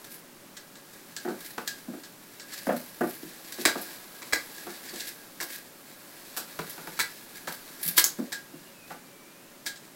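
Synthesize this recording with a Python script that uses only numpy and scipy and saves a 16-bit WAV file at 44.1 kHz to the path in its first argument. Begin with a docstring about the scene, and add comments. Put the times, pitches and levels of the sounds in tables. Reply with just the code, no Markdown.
"""Cat squeezing through a metal blind

A cat squeezes through a metal blind on a window sill and steps down onto a desk, heard close up and in mono.
Bent slats slide over its fur and each other (rough noise), snap back and ring (bursts through resonances).
The blind's rail and the paws knock on wood, and a thin whistle glides now and then.
A small room answers these sounds, over a low steady hush of filtered noise."""
import sys
import numpy as np
from scipy import signal
from scipy.fft import rfft, irfft
from scipy.io import wavfile
from scipy.ndimage import uniform_filter1d

SR = 44100
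rng = np.random.default_rng(int(sys.argv[2]) if len(sys.argv) > 2 else 0)


def inscribe(sig):
    """Save sig as 16-bit PCM at rate SR to the path in sys.argv[1].

    A 1-D sig is mono; a 2-D sig holds one channel per row.
    Samples are clipped to [-1, 1] before scaling.
    """
    pcm = np.round(np.clip(np.atleast_2d(sig).T, -1, 1) * 32767)
    wavfile.write(sys.argv[1], SR, pcm.astype(np.int16))


N = 438794
TIME = np.arange(N) / SR  # seconds, whole scene
HIT = TIME[:SR // 2]  # seconds, one blow
ATTACK = int(.03 * SR)  # samples at the start of a blow that set its loudness


def amp(db):
    """Turn decibels into a gain."""
    return 10 ** (np.asarray(db) / 20)


def unit(x, size=None):
    """Scale to an average strength (rms) of 1, judged on the first `size` samples."""
    return x / np.sqrt(np.mean(x[:size] ** 2) + 1e-18)


def colour(x, points):
    """Filter x to the given (Hz, dB) outline, without any sound arriving early."""
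    size = 4096
    hz, db = np.transpose(points)
    bins = np.maximum(np.fft.rfftfreq(size, 1 / SR), 1)
    outline_db = np.interp(np.log(bins), np.log(hz), db)
    # folding the cepstrum forward gives the minimum-phase filter
    cepstrum = irfft(np.log(amp(outline_db)))
    cepstrum[1:size // 2] *= 2
    cepstrum[size // 2 + 1:] = 0
    response = irfft(np.exp(rfft(cepstrum)))
    return signal.fftconvolve(x, response)[:len(x)]


def resonate(x, hz, t60):
    """Drive one resonance with x; it falls by 60 dB in t60 seconds."""
    pole = np.exp((2j * np.pi * hz - np.log(1000) / t60) / SR)
    return signal.lfilter([1], [1, -pole], x).real


def walk(rate, size=N):
    """Smooth random drift at rms 1, with `rate` new random values a second."""
    k = int(SR / rate)
    steps = np.repeat(rng.standard_normal(size // k + 1), k)
    smooth = uniform_filter1d(uniform_filter1d(steps, k), k)
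    return unit(smooth[:size])


def grains(size, spread_db):
    """A dense run of tiny contacts of uneven strength."""
    strength_db = spread_db * np.minimum(rng.standard_normal(size), 2)
    return unit(rng.standard_normal(size) * amp(strength_db))


def chatter(rise_s, t60, first_db, flight_s=0):
    """A blow: a hard first contact, any flight, then a burst of contacts that dies away unevenly."""
    after = np.maximum(HIT - flight_s, 0)
    decay = amp(-60 * after / t60 + 2 * walk(297, size=len(HIT)))
    burst = (1 - np.exp(-after / rise_s)) * decay
    first = amp(first_db) * np.exp(-HIT / 0.0018)
    return grains(len(HIT), spread_db=2.0) * (burst + first)


def struck(blow, outline, hz, t60, mode_db):
    """A struck object: a broad response with one resonance standing out, at rms 1 during the attack."""
    broad = unit(colour(blow, outline), ATTACK)
    mode = unit(resonate(broad, hz, t60), ATTACK)
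    return unit(broad + amp(mode_db) * mode, ATTACK)


def slips(rate, decay_s):
    """Stick and slip: strength jumps about `rate` times a second and relaxes after each jump."""
    jumps = (rng.random(N) < rate / SR) * rng.uniform(0.4, 1, N)
    return unit(signal.lfilter([1], [1, -np.exp(-1 / (decay_s * SR))], jumps))


def add(track, s, sound):
    """Mix a sound into the track at time s in seconds."""
    start = max(int(s * SR), 0)
    track[start:start + len(sound)] += sound[:N - start]


# Tone of the low hush. Each row: frequency in Hz, relative level in dB.
HUSH_TONE = [(25, -6), (60, -48), (100, -7), (160, 0.5), (280, 3), (450, -2.5), (560, -6), (1500, -8),
             (3000, -13), (9500, -15)]


def background():
    """A low hush of filtered noise, with a faint wavering hum where the noise drives a resonance."""
    noise = rng.standard_normal(N)
    hush = amp(-51) * unit(colour(noise, HUSH_TONE))
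    hum = amp(-67.5) * unit(resonate(noise, hz=556.0, t60=0.15))
    return hush + hum


# Broken-off glides of a faint thin whistle.
# Each row: level in dB before the flicker, then the pitch curve as pairs of time in seconds and pitch in Hz.
WHISTLE_GLIDES = [(-61, [(8.47, 2670), (8.59, 2810)]), (-58, [(8.64, 2810), (8.72, 2890)]),
                  (-55.5, [(8.73, 2650), (8.835, 2480), (8.93, 2680)]), (-63, [(8.93, 2440), (9.22, 2286),
                  (9.53, 2690)])]


def whistle():
    """A thin wavering sine tone that glides, flickers and fades at both ends."""
    out = np.zeros(N)
    waver = 1 + 0.00564 * walk(90)
    flicker = amp(2 * walk(60))
    for db, glide in WHISTLE_GLIDES:
        s, hz = np.transpose(glide)
        progress = np.clip((TIME - s[0]) / (s[-1] - s[0]), 0, 1)
        swell = np.sqrt(np.abs(np.sin(np.pi * progress)))
        pitch = np.interp(TIME, s, hz) * waver
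        out += amp(db) * swell * np.sin(2 * np.pi * np.cumsum(pitch) / SR)
    return flicker * out


# The slats' lasting ring. Each row: frequency in Hz, time to fall by 60 dB in seconds.
SLAT_RINGS = [(1628, 0.25), (1672, 0.083)]


def slat_ring(drive, size=None):
    """Neighbouring slats ring at nearly the same pitch and beat; rms 1 over the first `size` samples."""
    rings = [unit(resonate(drive, hz, t60)) for hz, t60 in SLAT_RINGS]
    return unit(sum(rings), size)


# How hard the cat presses along the blind. Each row: time in seconds, sliding level in dB.
SLIDE_PRESSURE = [(0, -56), (.3, -71), (1.45, -56), (2.3, -62), (2.6, -56.5), (3.35, -56), (3.72, -48),
                  (4.1, -53.5), (5.0, -51), (5.25, -57), (5.75, -60), (6.75, -51.5), (7.2, -55.5),
                  (7.85, -53.5), (8.3, -60.5), (9.2, -71)]
# Slats dragged over each other.
# Each row: middle in seconds, length in seconds, level in dB, sizzle in dB relative to that level.
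DRAGS = [ (0.147, 0.056, -50.5, 8.5), (1.466, 0.089, -49, 4.5), (2.557, 0.083, -44, -1),
         (2.738, 0.24, -52, 5.5), (3.11, 0.17, -52.5, 7.5), (3.62, 0.027, -40, 0), (4.582, 0.023, -49, -4),
         (4.728, 0.12, -53, -9), (4.882, 0.035, -43, -7), (4.991, 0.056, -39.5, -3),
         (5.076, 0.04, -41, 1.5), (5.535, 0.077, -46, 3), (6.98, 0.013, -42, -14), (7.365, 0.033, -48.5, 0),
         (7.873, 0.064, -39.5, 10.5), (7.986, 0.025, -24.5, 5), (8.924, 0.059, -51, 1.5),
         (9.854, 0.031, -55.5, -8)]
# Tone of metal slats, also used for their blows: the clattering edges, the fine sizzle,
# the broad clang and the flexing of the whole blind. Each row: frequency in Hz, relative level in dB.
CLATTER_TONE = [(1500, -24), (2300, -7.5), (3700, 4), (4400, 4.5), (6400, -1), (8200, 2), (10000, -23.5),
                (12000, -18.5)]
SIZZLE_TONE = [(6500, -53), (9000, -4), (11700, 2.5), (16000, -3)]
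CLANG_TONE = [(700, -17.5), (1200, 1), (1950, 5), (2360, 2), (2680, -5.5), (3400, -37.5)]
FLEX_TONE = [(30, -42), (110, -14.5), (320, 12), (520, 4), (800, 7), (1400, 11.5), (2000, -10.5),
             (4000, -55.5)]


def sliding():
    """Slat edges catch on fur and on each other; the friction hisses and keeps the metal humming."""
    slide = amp(np.interp(TIME, *np.transpose(SLIDE_PRESSURE)))
    catch = unit(1 + 0.62 * slips(rate=33, decay_s=0.029))
    # power of the clattering body and of the sizzling top
    body = (slide * catch) ** 2
    top = (slide * amp(3.5)) ** 2 * catch
    # a stroke is a quick run of small rubs
    rub = unit(1 + 1.2 * slips(rate=130, decay_s=0.005)) ** 2
    for s, length, db, top_db in DRAGS:
        stroke = rub * np.exp(-(2 * (TIME - s) / length) ** 2)
        body = body + stroke * amp(db) ** 2
        top = top + stroke * amp(db + top_db) ** 2
    friction = grains(N, spread_db=5.5)
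    # among the fine grains, single edges let go with a tick, about 60 a second
    releases = (rng.random(N) < 60 / SR) * rng.uniform(-0.84, 1, N)
    edges = amp(-11) * unit(colour(releases, CLATTER_TONE))
    # a fast stroke skims the edge, so the ring grows only so far
    grip = np.minimum(np.sqrt(body), amp(-43.5))
    ring = amp(-8.0) * slat_ring(friction)
    clang = amp(-4.0) * unit(colour(friction, CLANG_TONE))
    sway = amp(-1.5) * unit(colour(friction, FLEX_TONE))
    rough_hiss = np.sqrt(body) * unit(colour(friction, CLATTER_TONE))
    fine_hiss = np.sqrt(top) * unit(colour(friction, SIZZLE_TONE))
    return rough_hiss + fine_hiss + grip * (ring + clang) + slide * (sway + edges)


# The rail and the paws hitting wood.
# Each row: start in seconds, blow level in dB (halved in the mix), boom pitch in Hz,
# then thump and hard contact, both in dB relative to the blow.
WOOD_KNOCKS = [ (1.248, -28.5, 351, -12, -6.5), (1.276, -27, 365, -16, -6.5), (1.304, -31.5, 368, -28, -10),
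               (1.580, -34.5, 465, -7, 0.5), (1.882, -30, 205, -14, -12), (1.933, -35, 325, -20, -9),
               (2.668, -26, 276, -2.5, 0), (2.691, -29.5, 265, -9, 9), (2.725, -29, 266, -11, -26),
               (3.008, -21.5, 370, -25, -4), (3.031, -32.5, 316, -13, 2.5), (3.23, -36, 335, -8.5, -15),
               (3.582, -32, 380, -13, -10.5), (3.754, -30.5, 370, -8, -1.5), (4.667, -36, 382, -9, -3),
               (4.929, -39, 334, -20, -8), (6.590, -33.5, 460, -2, -0.5), (6.779, -43, 422, -3, -0.5),
               (6.872, -42.5, 421, -1.5, 3), (7.474, -41.5, 460, -1, 7), (7.854, -51.5, 209, 12, -16),
               (8.186, -24, 276, -23, -12.5), (8.535, -39.5, 282, -8.5, -12), (8.904, -47, 390, -1, 10)]
# Tone of each part of a knock: deep thump, boom, hollow knock, dry clack and sharp crack.
# Each row: frequency in Hz, relative level in dB.
THUMP_TONE = [(90, -35), (135, -9.5), (175, 10.5), (240, -5), (400, -52)]
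BOOM_TONE = [(110, -44), (170, 1), (360, 1), (470, -7.5), (700, -35)]
KNOCK_TONE = [(350, -22), (530, 4), (780, -2.5), (1050, -7.5), (1500, -45)]
CLACK_TONE = [(850, -32), (1150, 4), (1350, 2.5), (1620, 2), (2200, -9.5), (3000, -17.5), (9000, -44)]
CRACK_TONE = [(1200, -13), (2100, -2), (11000, -19)]
# the hollow knock lies about an octave over the boom; a higher-pitched spot clacks more
KNOCK_RATIO, CLACK_DB, CLACK_AT_HZ, CLACK_DB_PER_OCTAVE = 2.1, -4, 361, 13
# a stiff, high-pitched spot gives a shorter blow with a sharp crack
STIFF_ABOVE_HZ, CRACK_DB = 420, -3


def knocks():
    """Blows on wood thump, boom, knock and clack, pitched by the spot that is hit; stiff spots crack."""
    out = np.zeros(N)
    for s, db, boom_hz, thump_db, hard_db in WOOD_KNOCKS:
        # a light paw settles slowly, a heavy blow lands at once
        strength_db = db + max(hard_db, 0)
        rise_s = np.clip(0.0012 * amp(-1.1 * (strength_db + 31)), .0012, .02)
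        stiff = boom_hz > STIFF_ABOVE_HZ
        blow = chatter(rise_s, t60=0.105 if stiff else 0.145, first_db=3 if stiff else -5)
        thump = amp(thump_db) * unit(colour(blow, THUMP_TONE), ATTACK)
        boom = struck(blow, BOOM_TONE, boom_hz, t60=0.037, mode_db=1.5)
        knock = struck(blow, KNOCK_TONE, KNOCK_RATIO * boom_hz, t60=0.014, mode_db=4.5)
        clack_db = CLACK_DB + CLACK_DB_PER_OCTAVE * np.log2(boom_hz / CLACK_AT_HZ)
        clack = amp(clack_db) * unit(colour(blow, CLACK_TONE), ATTACK)
        crack = stiff * amp(CRACK_DB) * unit(colour(blow, CRACK_TONE), ATTACK)
        hard = amp(hard_db) * (knock + clack + crack)
        add(out, s, amp(db) / 2 * (thump + boom + hard))
    return out


# Bending modes of a slat.
# Each row: frequency in Hz at pitch ratio 1, relative level in dB, time to fall by 60 dB in seconds.
SLAT_MODES = [(912, -7.5, 0.026), (1926, 5.5, 0.038), (2135, -2, 0.074), (3380, -4.5, .06),
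              (3950, -2, 0.045), (6520, -14, .06), (7600, -6, .05)]


def slat_clang(blow, pitch):
    """The bent span clangs, a broad note plus bending modes; it is caught again at once, which damps it."""
    drive = blow * np.exp(-HIT / 0.023)
    modes = sum(amp(db) * unit(resonate(drive, hz * pitch, t60), ATTACK) for hz, db, t60 in SLAT_MODES)
    broad = unit(colour(drive, CLANG_TONE), ATTACK)
    return unit(broad + amp(-3.5) * unit(modes, ATTACK), ATTACK)


# Slats tapping lightly in place.
# Each row: start in seconds, clatter level in dB, sizzle in dB relative to the clatter.
LIGHT_TAPS = [ (0.043, -51, -1), (0.567, -46, -7), (0.755, -53.5, -12), (0.933, -56.5, 2),
              (1.285, -52.5, -12), (1.405, -52, 3), (2.035, -49, -11), (2.397, -46.5, -16),
              (2.528, -50, -12), (3.522, -43, -2), (3.814, -54, 14), (4.939, -50, -9), (5.429, -46.5, 7.5),
              (6.696, -48.5, 8), (7.523, -46, 4.5), (9.757, -51.5, -14)]


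def ticks():
    """A slat that stays in place taps its neighbour: no flight, a short chatter and a little ring."""
    out = np.zeros(N)
    for s, db, sizzle_db in LIGHT_TAPS:
        blow = chatter(rise_s=0.0017, t60=0.14, first_db=-2.5)
        metal = amp(-8.5) * (slat_ring(blow, ATTACK) + slat_clang(blow, 1))
        clatter = unit(colour(blow, CLATTER_TONE), ATTACK)
        sizzle = amp(sizzle_db) * unit(colour(blow, SIZZLE_TONE), ATTACK)
        add(out, s, amp(db) * (clatter + sizzle + metal))
    return out


# Slats snapping together.
# Each row: start in seconds, clatter level in dB, then clang, ring and sizzle in dB relative to the clatter,
# first contact in dB relative to the burst after it, and pitch ratio of the bent span.
SNAPS = [ (1.165, -39, -16, -7, -8, 11, 0.71), (1.671, -34, -10, -7, -4.5, -10, 1.2),
         (3.653, -24, 1.5, -9.5, -2.5, 8.5, 0.99), (4.220, -48.5, 3, -16, -14, 7, 1),
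         (4.3245, -31.5, 7, -4, -3, -6, 1.01), (5.402, -37.5, -0.5, -6.5, -2, -1, 0.73),
         (6.366, -37.5, -6.5, -12, 3.5, -1, 0.79), (6.991, -30, 2, -6.5, -1, 0, 1.02),
         (7.472, -44, -3, -2, 0, -4, 1), (7.973, -22.5, -2, -12.5, 3.5, -10, 1.104),
         (8.0414, -23.5, -21, -25, 0, 11.5, 0.81), (8.321, -37, -7, -3, -4.5, -2, 1),
         (9.658, -35, -8.5, -5, -4.5, -8, 1.05)]
FLIGHT_S = 0.0038  # seconds between a slat's first tap and its full landing
# while the blind lies bent over the cat's back (from s, to s), each landing flexes all of it;
# the flex levels are relative to the clatter
BENT_S, FLEX_BENT_DB, FLEX_FREE_DB = (3.6, 6.8), -2, -18
# a slat caught on its stiff edge hardly clangs; instead a bright resonance stands out
EDGE_BELOW_CLANG_DB, EDGE_HZ, EDGE_DB = -19.5, 6670, 15


def clicks():
    """A slat slips free, taps its neighbour, clangs and chatters against it, then rings on."""
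    out = np.zeros(N)
    for s, db, clang_db, ring_db, sizzle_db, first_db, pitch in SNAPS:
        blow = chatter(rise_s=0.0014, t60=0.14, first_db=first_db, flight_s=FLIGHT_S)
        if clang_db < EDGE_BELOW_CLANG_DB:
            clatter = struck(blow, CLATTER_TONE, EDGE_HZ, t60=0.0022, mode_db=EDGE_DB)
        else:
            clatter = unit(colour(blow, CLATTER_TONE), ATTACK)
        sizzle = amp(sizzle_db) * unit(colour(blow, SIZZLE_TONE), ATTACK)
        flex_db = FLEX_BENT_DB if BENT_S[0] < s < BENT_S[1] else FLEX_FREE_DB
        landing = blow * (HIT > FLIGHT_S)
        flex = amp(flex_db) * unit(colour(landing, FLEX_TONE), ATTACK)
        clang = amp(clang_db) * slat_clang(blow, pitch)
        ring = amp(ring_db) * slat_ring(blow, ATTACK)
        add(out, s, amp(db) * (clatter + sizzle + flex + clang + ring))
    return out


def room(x, wet_db, t60_low, t60_high):
    """Diffuse reflections of a small furnished room, as fading noise; the treble dies first."""
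    noise = rng.standard_normal(len(HIT))
    low = signal.sosfilt(signal.butter(1, 5000, fs=SR, output="sos"), noise)
    high = noise - low
    fading = low * amp(-60 * HIT / t60_low) + high * amp(-60 * HIT / t60_high)
    tail = fading * (1 - np.exp(-HIT / 0.014))
    return x + amp(wet_db) * signal.fftconvolve(x, tail / np.linalg.norm(tail))[:N]


def scene():
    """All sources in the room, over the hush, the same in both channels."""
    sources = clicks() + ticks() + knocks() + sliding() + whistle()
    mono = room(sources, wet_db=-9.0, t60_low=0.23, t60_high=0.12) + background()
    return np.array([mono, mono])


def record(dry):
    """The recorder cuts the top, steeply above 15900 Hz."""
    return signal.sosfilt(signal.ellip(10, .2, 70, 15900, fs=SR, output="sos"), dry)


dry = scene()
out = record(dry)
inscribe(out)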